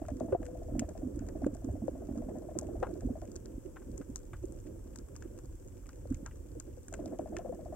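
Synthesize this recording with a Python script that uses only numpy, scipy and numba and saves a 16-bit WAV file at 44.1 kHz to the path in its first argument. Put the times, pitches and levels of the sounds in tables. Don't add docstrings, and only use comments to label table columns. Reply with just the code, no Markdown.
import sys
import numpy as np
from scipy import signal
from scipy.fft import rfft, irfft
from scipy.io import wavfile
from scipy.ndimage import uniform_filter1d
from numba import njit

SR = 44100
rng = np.random.default_rng(int(sys.argv[2]) if len(sys.argv) > 2 else 0)


def file_out(sig):
    cols = np.atleast_2d(sig).T
    lim = np.clip(cols, -1, 1)
    pcm = np.round(lim * 32767).astype(np.int16)
    wavfile.write(sys.argv[1], SR, pcm)


N = 341775
T, F = np.arange(N) / SR, np.arange(N // 2 + 1) * SR / N + 1e-3


def undb(db):
    return 10 ** (np.asarray(db) / 20)


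def coloured(spectrum, channels=1):
    hz, db = np.transpose(spectrum)
    gain = undb(np.interp(np.log(F), np.log(hz), db))
    noise = irfft(rfft(rng.standard_normal((channels, N))) * gain, N)
    return noise / np.sqrt(np.mean(noise ** 2))


def ring(x, modes, soft_hz):
    body = sum(undb(db) * 1j * F * width / (hz ** 2 - F ** 2 + 1j * F * width) for hz, width, db in modes)
    response = body / (1 + 1j * F / soft_hz) ** 2
    return irfft(rfft(x) * response, N) / np.abs(irfft(response, N)).max()


def walk(rate):
    hold = int(SR / rate)
    return uniform_filter1d(np.repeat(rng.standard_normal(N // hold + 1), hold), hold)[:N]


def add(out, s, x):
    i = int(s * SR)
    out[..., i:i + x.shape[-1]] += x[..., :N - i]


def burst(click, rattle_db, decay_s, channels=1):
    t = T[:SR // 10]
    x = undb(rattle_db) * rng.standard_normal((channels, len(t))) * np.exp(-t / decay_s)
    x[:, 0] += click
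    return x


# time in seconds, rumble level in dB, wash level in dB.
BED_LEVELS = [(0, -48, -47), (.5, -48, -47.5), (.8, -38.5, -44), (.95, -46, -49), (1.3, -40.5, -44.5),
              (1.8, -44.5, -47.5), (2.2, -41.5, -44), (2.5, -49.5, -49), (2.8, -43.5, -45),
              (3.3, -46, -49.5), (4.0, -49, -51.5), (4.6, -44, -53), (5.1, -46.5, -52.5), (5.9, -47, -53.5),
              (6.3, -42.5, -52), (6.85, -47, -55), (6.97, -49.5, -43), (7.75, -46, -47)]
# middle in seconds, level change in dB.
SURGES = [(.04, 7.5), (.13, 13), (.41, 10.5), (.6, 2), (.73, 4), (1.19, 5), (1.51, 8), (1.7, 10), (2.5, 5),
          (2.66, 11), (2.78, 6), (3.06, 11), (3.54, 5.5), (3.93, 15), (4.12, 9), (4.36, 8), (5.07, 1),
          (5.5, 4.5), (6.13, 11), (6.62, -2.5), (6.97, 6.5), (7.53, 0), (7.66, 3.5)]
# frequency in Hz, relative level in dB.
RUMBLE_COLOUR = [(20, -4.5), (30, 22), (40, 20.5), (80, 18), (120, 12.5), (160, -1), (250, -54.5)]
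# frequency in Hz, relative level in dB.
WASH_COLOUR = [(120, -21), (170, -6.5), (250, -3), (310, 0), (400, -4.5), (450, -7.5), (520, -13.5),
               (650, -22.5), (800, -34.5), (1600, -41.5), (2500, -80)]


def rumble_and_wash(surge_width_s=0.063):
    s, rumble_db, wash_db = np.transpose(BED_LEVELS)
    surge_db = sum(db * np.exp(-np.log(16) * ((T - mid) / surge_width_s) ** 2) for mid, db in SURGES)
    rumble = coloured(RUMBLE_COLOUR) * undb(np.interp(T, s, rumble_db) + surge_db + 0.85 * walk(11))
    wash = coloured(WASH_COLOUR) * undb(np.interp(T, s, wash_db) + 3.96 * walk(40))
    return rumble + wash


def eddies():
    return coloured(RUMBLE_COLOUR, channels=2) * undb(-55)


# frequency in Hz, relative level in dB.
HISS_COLOUR = [(530, -13.5), (900, -0.5), (1170, -7.5), (1610, -8), (1930, -12.5), (3460, -16.5),
               (3990, -24), (4280, -22), (5910, -9.5), (6730, -9), (7590, -4), (8440, -6.5), (9400, -16.5),
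               (10200, -12.5), (15500, -14.5)]


def hiss(level_db=-67.5):
    return coloured(HISS_COLOUR, channels=2) * undb(level_db + np.array([[.8], [-.8]]))


# start in seconds, end in seconds.
MOTOR_RUNS = [(.0165, .09), (.2167, 1.02), (1.218, 3.23), (6.9228, 7.73)]
# time in seconds, kick level in dB.
MOTOR_LEVELS = [(0, -35.5), (.3, -41.5), (.5, -43), (.62, -43), (.75, -37.5), (1.0, -43), (1.3, -43.5),
                (1.42, -42), (1.55, -49.5), (1.7, -44), (2.0, -45), (2.3, -41.5), (2.55, -40), (2.8, -40),
                (2.95, -46), (3.2, -39), (6.92, -43), (7.0, -35), (7.13, -38), (7.33, -40), (7.39, -40.5),
                (7.46, -38.5), (7.53, -42), (7.59, -40), (7.66, -43), (7.73, -37)]
# pitch in Hz, width in Hz, gain in dB.
MOTOR_MODES = [(526, 25, -14), (602, 23.3, 19.5), (658, 67, 21), (1000, 120, 0.5), (1700, 73, 7)]


def motor(step_s=.06674, scatter_db=2.1, grind_drive_db=-30.5):
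    kicks, grind, t = np.zeros(N), np.zeros(N), T[:SR // 15]
    travel = np.clip(t / 0.0014, 0, 1) * np.exp(-t / 0.074) / (1 + np.exp((t - .034) / 0.0014))
    kick = (1 - np.exp(-(t / 0.0022) ** 2)) * np.exp(-(t / 0.011) ** 2)
    steps = np.concatenate([np.arange(start, end, step_s) for start, end in MOTOR_RUNS])
    for s, (detune, shift, force) in zip(steps, rng.standard_normal((len(steps), 3))):
        db = np.interp(s, *np.transpose(MOTOR_LEVELS)) + scatter_db * force
        phase = 2 * np.pi * ((710 + 8 * detune) * t - 5000 * t ** 2) + .5 * shift
        add(kicks, s, undb(db) * kick * np.sin(phase))
        add(grind, s, undb(db + grind_drive_db) * travel * rng.standard_normal(len(t)))
    return kicks + ring(grind, MOTOR_MODES, soft_hz=780)


# middle in seconds, level in dB, pitch in Hz, length at half height in milliseconds.
THUMPS = [(.022, -28.5, 293, 8.5), (0.123, -29, 260, 9.1), (0.138, -29.5, 253, 7), (.165, -34, 265, 12),
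          (0.215, -24.5, 320, 4.1), (.23, -30.5, 250, 16), (0.251, -30, 250, 8.5),
          (0.333, -19.5, 392, 14.5), (0.351, -17.5, 380, 5.7), (.406, -31, 280, 7.6), (.724, -30, 262, 8.3),
          (0.747, -27, 265, 8.3), (0.764, -26, 271, 7), (.786, -27, 270, 8.8), (.799, -30, 232, 23),
          (.823, -26, 267, 9.6), (1.036, -26.5, 287, 9.9), (1.059, -30.5, 249, 17), (1.073, -26, 264, 6.7),
          (1.174, -29.5, 283, 8.2), (1.213, -29, 252, 6.8), (1.225, -33, 292, 13), (1.358, -29.5, 312, 7),
          (1.372, -32, 307, 5.3), (1.441, -24, 263, 16), (1.467, -12.5, 277, 4), (1.484, -26.5, 296, 19),
          (1.536, -29, 257, 6.9), (1.65, -27, 271, 10.3), (1.678, -30.5, 288, 19), (1.688, -32, 239, 11),
          (1.746, -31, 278, 9.4), (1.829, -28, 231, 13), (1.842, -25.5, 260, 5), (1.892, -30, 323, 8.7),
          (2.092, -26, 284, 5.4), (2.114, -28.5, 257, 9.4), (2.138, -30.5, 266, 6.3),
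          (2.156, -35, 262, 7.9), (2.176, -27.5, 251, 7.8), (2.191, -33, 265, 11), (2.206, -30, 265, 12.4),
          (2.27, -32, 274, 7.5), (2.29, -29.5, 254, 7.4), (2.569, -28, 343, 7.5), (2.748, -29, 338, 5.1),
          (2.831, -32, 362, 13.6), (2.936, -29.5, 336, 11), (3.057, -24, 259, 13.5), (3.075, -25, 266, 3.1),
          (3.11, -25, 251, 13), (3.582, -31, 280, 6.7), (3.66, -36, 363, 11), (3.899, -32.5, 261, 6),
          (3.999, -32.5, 308, 6.5), (4.102, -31.5, 255, 9.4), (4.445, -27.5, 342, 8.8),
          (5.259, -33.5, 330, 7.6), (6.117, -22, 267, 11.8), (6.134, -36, 263, 8.4),
          (6.232, -32.5, 254, 5.8), (7.196, -31.5, 326, 10), (7.38, -32, 364, 10)]


def thumps(patter_count=50, lead_s=0.05):
    out, t = np.zeros(N), T[:SR // 10] - lead_s
    when, force, pitch, length = rng.random((patter_count, 4)).T
    bed_s, _, wash_db = np.transpose(BED_LEVELS)
    patter_s = when * N / SR
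    patter_db = np.interp(patter_s, bed_s, wash_db) + 5 + 7 * force
    patter = np.c_[patter_s, patter_db, 238 + 125 * pitch, 5.1 + 10.8 * length]
    for s, db, hz, ms in [*THUMPS, *patter]:
        shove_pitch, phase = rng.random(2)
        envelope = np.exp(-np.log(16) * (t / (ms / 1000)) ** 2)
        shove = 0.34 * np.sin(2 * np.pi * (80 + 50 * shove_pitch) * t)
        thump = undb(db) * envelope * (np.sin(2 * np.pi * (hz * t + phase)) + shove)
        early = max(int((lead_s - s) * SR), 0)
        add(out, max(s - lead_s, 0), thump[early:])
    return out


def echoes(draws, level_db=-13.5, spread_s=0.057, fade_s=0.031):
    delay_s = spread_s * draws[:, 0] ** 2 + 0.0035
    out = np.zeros(SR // 10)
    out[(delay_s * SR).astype(int)] = undb(level_db) * (2 * draws[:, 1] - 1) * np.exp(-delay_s / fade_s)
    return out


def focus(x, hz, q):
    band = signal.iirpeak(hz, q, SR)
    return signal.lfilter(*band, signal.lfilter(*band, x))


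# start in seconds, dull drive in dB, bright drive in dB,
# bright part's left minus right in dB, dull pitch in Hz, rattle decay in milliseconds.
SNAPS = [(.0518, -44.5, -67, 10, 1500, 4), (.083, -41, -39.5, 4, 1420, 6.3),
         (.199, -47, -41.5, 9.5, 1210, 8.6), (.3226, -37, -53, 4, 1180, 21),
         (.4286, -44.5, -53, 7, 1530, 6.6), (.4542, -48, -48, 11, 1670, 4.1),
         (.4635, -42.5, -43, 9.5, 1710, 4), (.7934, -26.5, -20, 1.5, 2220, 2.3),
         (.8897, -46.5, -40.5, 4.5, 1430, 6), (.976, -52.5, -52, 11, 1900, 4.3),
         (1.1909, -53, -47, 9.5, 1640, 26), (1.2865, -45, -42, 5, 1660, 6.3),
         (1.4443, -33, -53, -5, 1370, 2), (1.4653, -34, -41.5, -8, 1200, 6.2),
         (1.5472, -55, -45, 12, 1200, 7), (1.644, -54, -46.5, 12.5, 1210, 6),
         (1.8797, -50, -55, 4.5, 1220, 4.6), (2.175, -47, -47, 4, 1320, 7.5),
         (2.5872, -39.5, -22, 6.5, 1310, 6.6), (2.6117, -62, -47, 8, 1270, 6),
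         (2.828, -23, -42.5, 9, 1100, 11.7), (2.8682, -37, -55, 3.5, 1230, 4.8),
         (3.0066, -50, -43.5, 3, 1680, 9), (3.2155, -42, -47, 5, 1640, 2.3), (3.3159, -62, -45, 6, 1400, 6),
         (3.356, -54, -39, 7, 1450, 9.1), (3.3615, -60, -36, 6.5, 1450, 8),
         (3.457, -53, -41.5, 7, 1490, 8.7), (3.7605, -37.5, -62, 5, 1430, 2.4),
         (3.7665, -37, -62, 3, 1440, 7.3), (3.819, -49, -66, 6, 1490, 7),
         (3.9775, -54, -37.5, 8.5, 1400, 7), (4.013, -43.5, -51, 7, 1450, 9),
         (4.1578, -37.5, -22.5, 8.5, 1330, 3.3), (4.3323, -34.5, -54, 11, 1500, 8.5),
         (4.4538, -72, -47, 10.5, 1200, 6), (4.5215, -63, -45, 8, 1330, 5),
         (4.958, -40.5, -34, 10.5, 1430, 2.5), (4.9862, -51, -37, 2, 1400, 8.7),
         (5.154, -47, -48, 6, 2000, 4.7), (5.1625, -47.5, -38, 6, 1250, 5.5),
         (5.223, -30, -49, 14, 1700, 2), (5.3874, -47.5, -44, 7, 1430, 5.8),
         (5.858, -50.5, -60, 3, 1780, 9), (5.89, -44, -42, 0, 1450, 6.7), (5.93, -54.5, -51, 3, 2200, 5),
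         (6.1024, -57, -45.5, 10, 1440, 6), (6.1436, -45, -42.5, 13, 1990, 6.1),
         (6.2575, -44, -60, 4, 1510, 3.8), (6.2612, -35, -35, 3, 1340, 11), (6.31, -51, -60, 4, 2000, 11),
         (6.5987, -48.5, -31, 8, 1510, 8.7), (6.8821, -40.5, -37, -1, 1440, 2.6),
         (6.9265, -49, -45, 10, 1500, 6), (6.9385, -30.5, -29.5, 6.5, 1650, 4.7),
         (7.0574, -53, -37, 3, 1710, 4.5), (7.3667, -24, -35.5, 4.5, 1630, 3.3),
         (7.385, -51, -44, 6, 2540, 8), (7.5462, -68, -50, 14, 1650, 5.5)]
# pitch in Hz, width in Hz, gain in dB.
DULL_MODES = [(710, 200, 32), (1020, 600, 23.5), (1406, 230, 16.5), (1590, 150, 13), (2570, 910, 21.5),
              (2860, 930, -20)]
# pitch in Hz, width in Hz, gain in dB.
BRIGHT_MODES = [(4840, 500, -27), (5140, 290, -5), (6940, 1120, 13), (7750, 390, 14), (11000, 5000, -72)]


def shrimp(far_count=700, far_db=-62, near_db=-17, distance_span_db=23.5, crack_hz=6640):
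    when, size, softness, side, pitch = rng.random((far_count, 5)).T
    size_db = far_db + 13 * size ** 4
    far = np.c_[when * N / SR, size_db - 1.5 - 20 * softness, size_db,
                8 * side, 1000 + 1500 * pitch, np.full(far_count, 6.)]
    dull, bright = np.zeros((1, N)), np.zeros((2, N))
    for s, dull_db, bright_db, pan_db, hz, ms in [*SNAPS, *far]:
        draws = rng.random((6, 3))
        returns = echoes(draws)
        blow = burst(0.18, -12.5, ms / 1000) + burst(0, -39, 0.031) + returns
        add(dull, s, undb(dull_db) * focus(blow, hz, q=1.37))
        away = np.clip((near_db - bright_db) / distance_span_db, 0, 1)
        attack = burst(0.74 - 0.5 * away, -13.5, 0.00046 + 0.0011 * away)
        crack = attack + burst(0, -34, 0.0059, channels=2) + returns
        tint_hz = crack_hz + 2300 * away * (2 * draws[0, 2] - 1)
        crack = focus(crack, tint_hz, q=1.22) + undb(-1.5 - 2.5 * away) * crack
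        add(bright, s + 0.001, undb(bright_db + np.array([[pan_db], [-pan_db]]) / 2) * crack)
    bright[1] = np.roll(bright[1], 3)
    return ring(dull, DULL_MODES, soft_hz=3560), ring(bright, BRIGHT_MODES, soft_hz=8800)


# start in seconds, end in seconds, pitch in Hz, rms level in dB.
WHINES = [(.19, .31, 500, -55), (.225, .31, 665, -50), (.375, .62, 500, -53), (.62, .8, 495, -58)]


def whines(fade_in_s=0.037, fade_out_s=0.051):
    out = np.zeros(N)
    for start, end, hz, db in WHINES:
        gate = np.clip((T - start) / fade_in_s, 0, 1) * np.clip((end - T) / fade_out_s, 0, 1)
        level = np.sqrt(2) * undb(db + 0.78 * walk(28))
        phase = 2 * np.pi * np.cumsum(hz + 6 * walk(32.2)) / SR
        out += gate * level * np.sin(phase)
    return out


# start in seconds, level in dB, pitch in Hz, decay in milliseconds.
KNOCKS = [(.207, -28.5, 632, 7.2), (.326, -23, 523, 14.5), (.348, -20, 694, 11.9), (1.466, -24, 546, 6.5),
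          (1.881, -22.5, 520, 4.2), (2.827, -25, 495, 8), (2.867, -40, 550, 7.1), (4.436, -44, 552, 6.1),
          (6.055, -36.5, 496, 3.7), (6.553, -44, 465, 29), (6.773, -45, 493, 11.5), (7.194, -28.5, 654, 4),
          (7.448, -34.5, 536, 8), (7.493, -35, 500, 14)]


def knocks():
    out, t = np.zeros(N), T[:SR // 10]
    for s, db, hz, ms in KNOCKS:
        envelope = (1 - np.exp(-t / 0.00069)) * np.exp(-(t / (ms / 1000)) ** 2)
        overtone = 0.12 * np.exp(-t / 0.014) * np.sin(2 * np.pi * 1.33 * hz * t)
        add(out, s, undb(db) * envelope * (np.sin(2 * np.pi * hz * t) + overtone))
    return out


# dip in Hz, dip width in Hz, peak in Hz, peak width in Hz, gain in dB.
AIR_POCKETS = [(386.2, 50, 485.4, 90.6, -3), (419, 123, 399, 71.7, -1.56)]


def air_pockets(x):
    sides = []
    for dip_hz, dip_width, peak_hz, peak_width, db in AIR_POCKETS:
        dip = dip_hz ** 2 - F ** 2 + 1j * F * dip_width
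        peak = 1 / (peak_hz ** 2 - F ** 2 + 1j * F * peak_width)
        sides.append(undb(db) * (peak_hz / dip_hz) ** 2 * dip * peak)
    return irfft(rfft(x) * np.array(sides), N)


@njit
def limiter(x, threshold, depth, attack_s, release_s):
    out, envelope = np.empty_like(x), 0.
    for i in range(x.shape[1]):
        peak = max(abs(x[0, i]), abs(x[1, i]))
        envelope += (peak - envelope) / (SR * (attack_s if peak > envelope else release_s))
        out[:, i] = x[:, i] * min(1., threshold / (envelope + 1e-9)) ** depth
    return out


def scene():
    dull_snaps, bright_cracks = shrimp()
    through_case = rumble_and_wash() + thumps() + knocks() + motor() + whines() + dull_snaps
    return air_pockets(through_case) + bright_cracks + eddies() + hiss()


def record(dry):
    bass_cut = signal.butter(2, 30.5, "high", fs=SR, output="sos")
    top_cut = signal.ellip(10, .2, 60, 15800, fs=SR, output="sos")
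    held = limiter(signal.sosfilt(bass_cut, dry), undb(-24.5), depth=0.79, attack_s=0.0027, release_s=.07)
    return signal.sosfilt(top_cut, held)


dry = scene()
out = record(dry)
file_out(out)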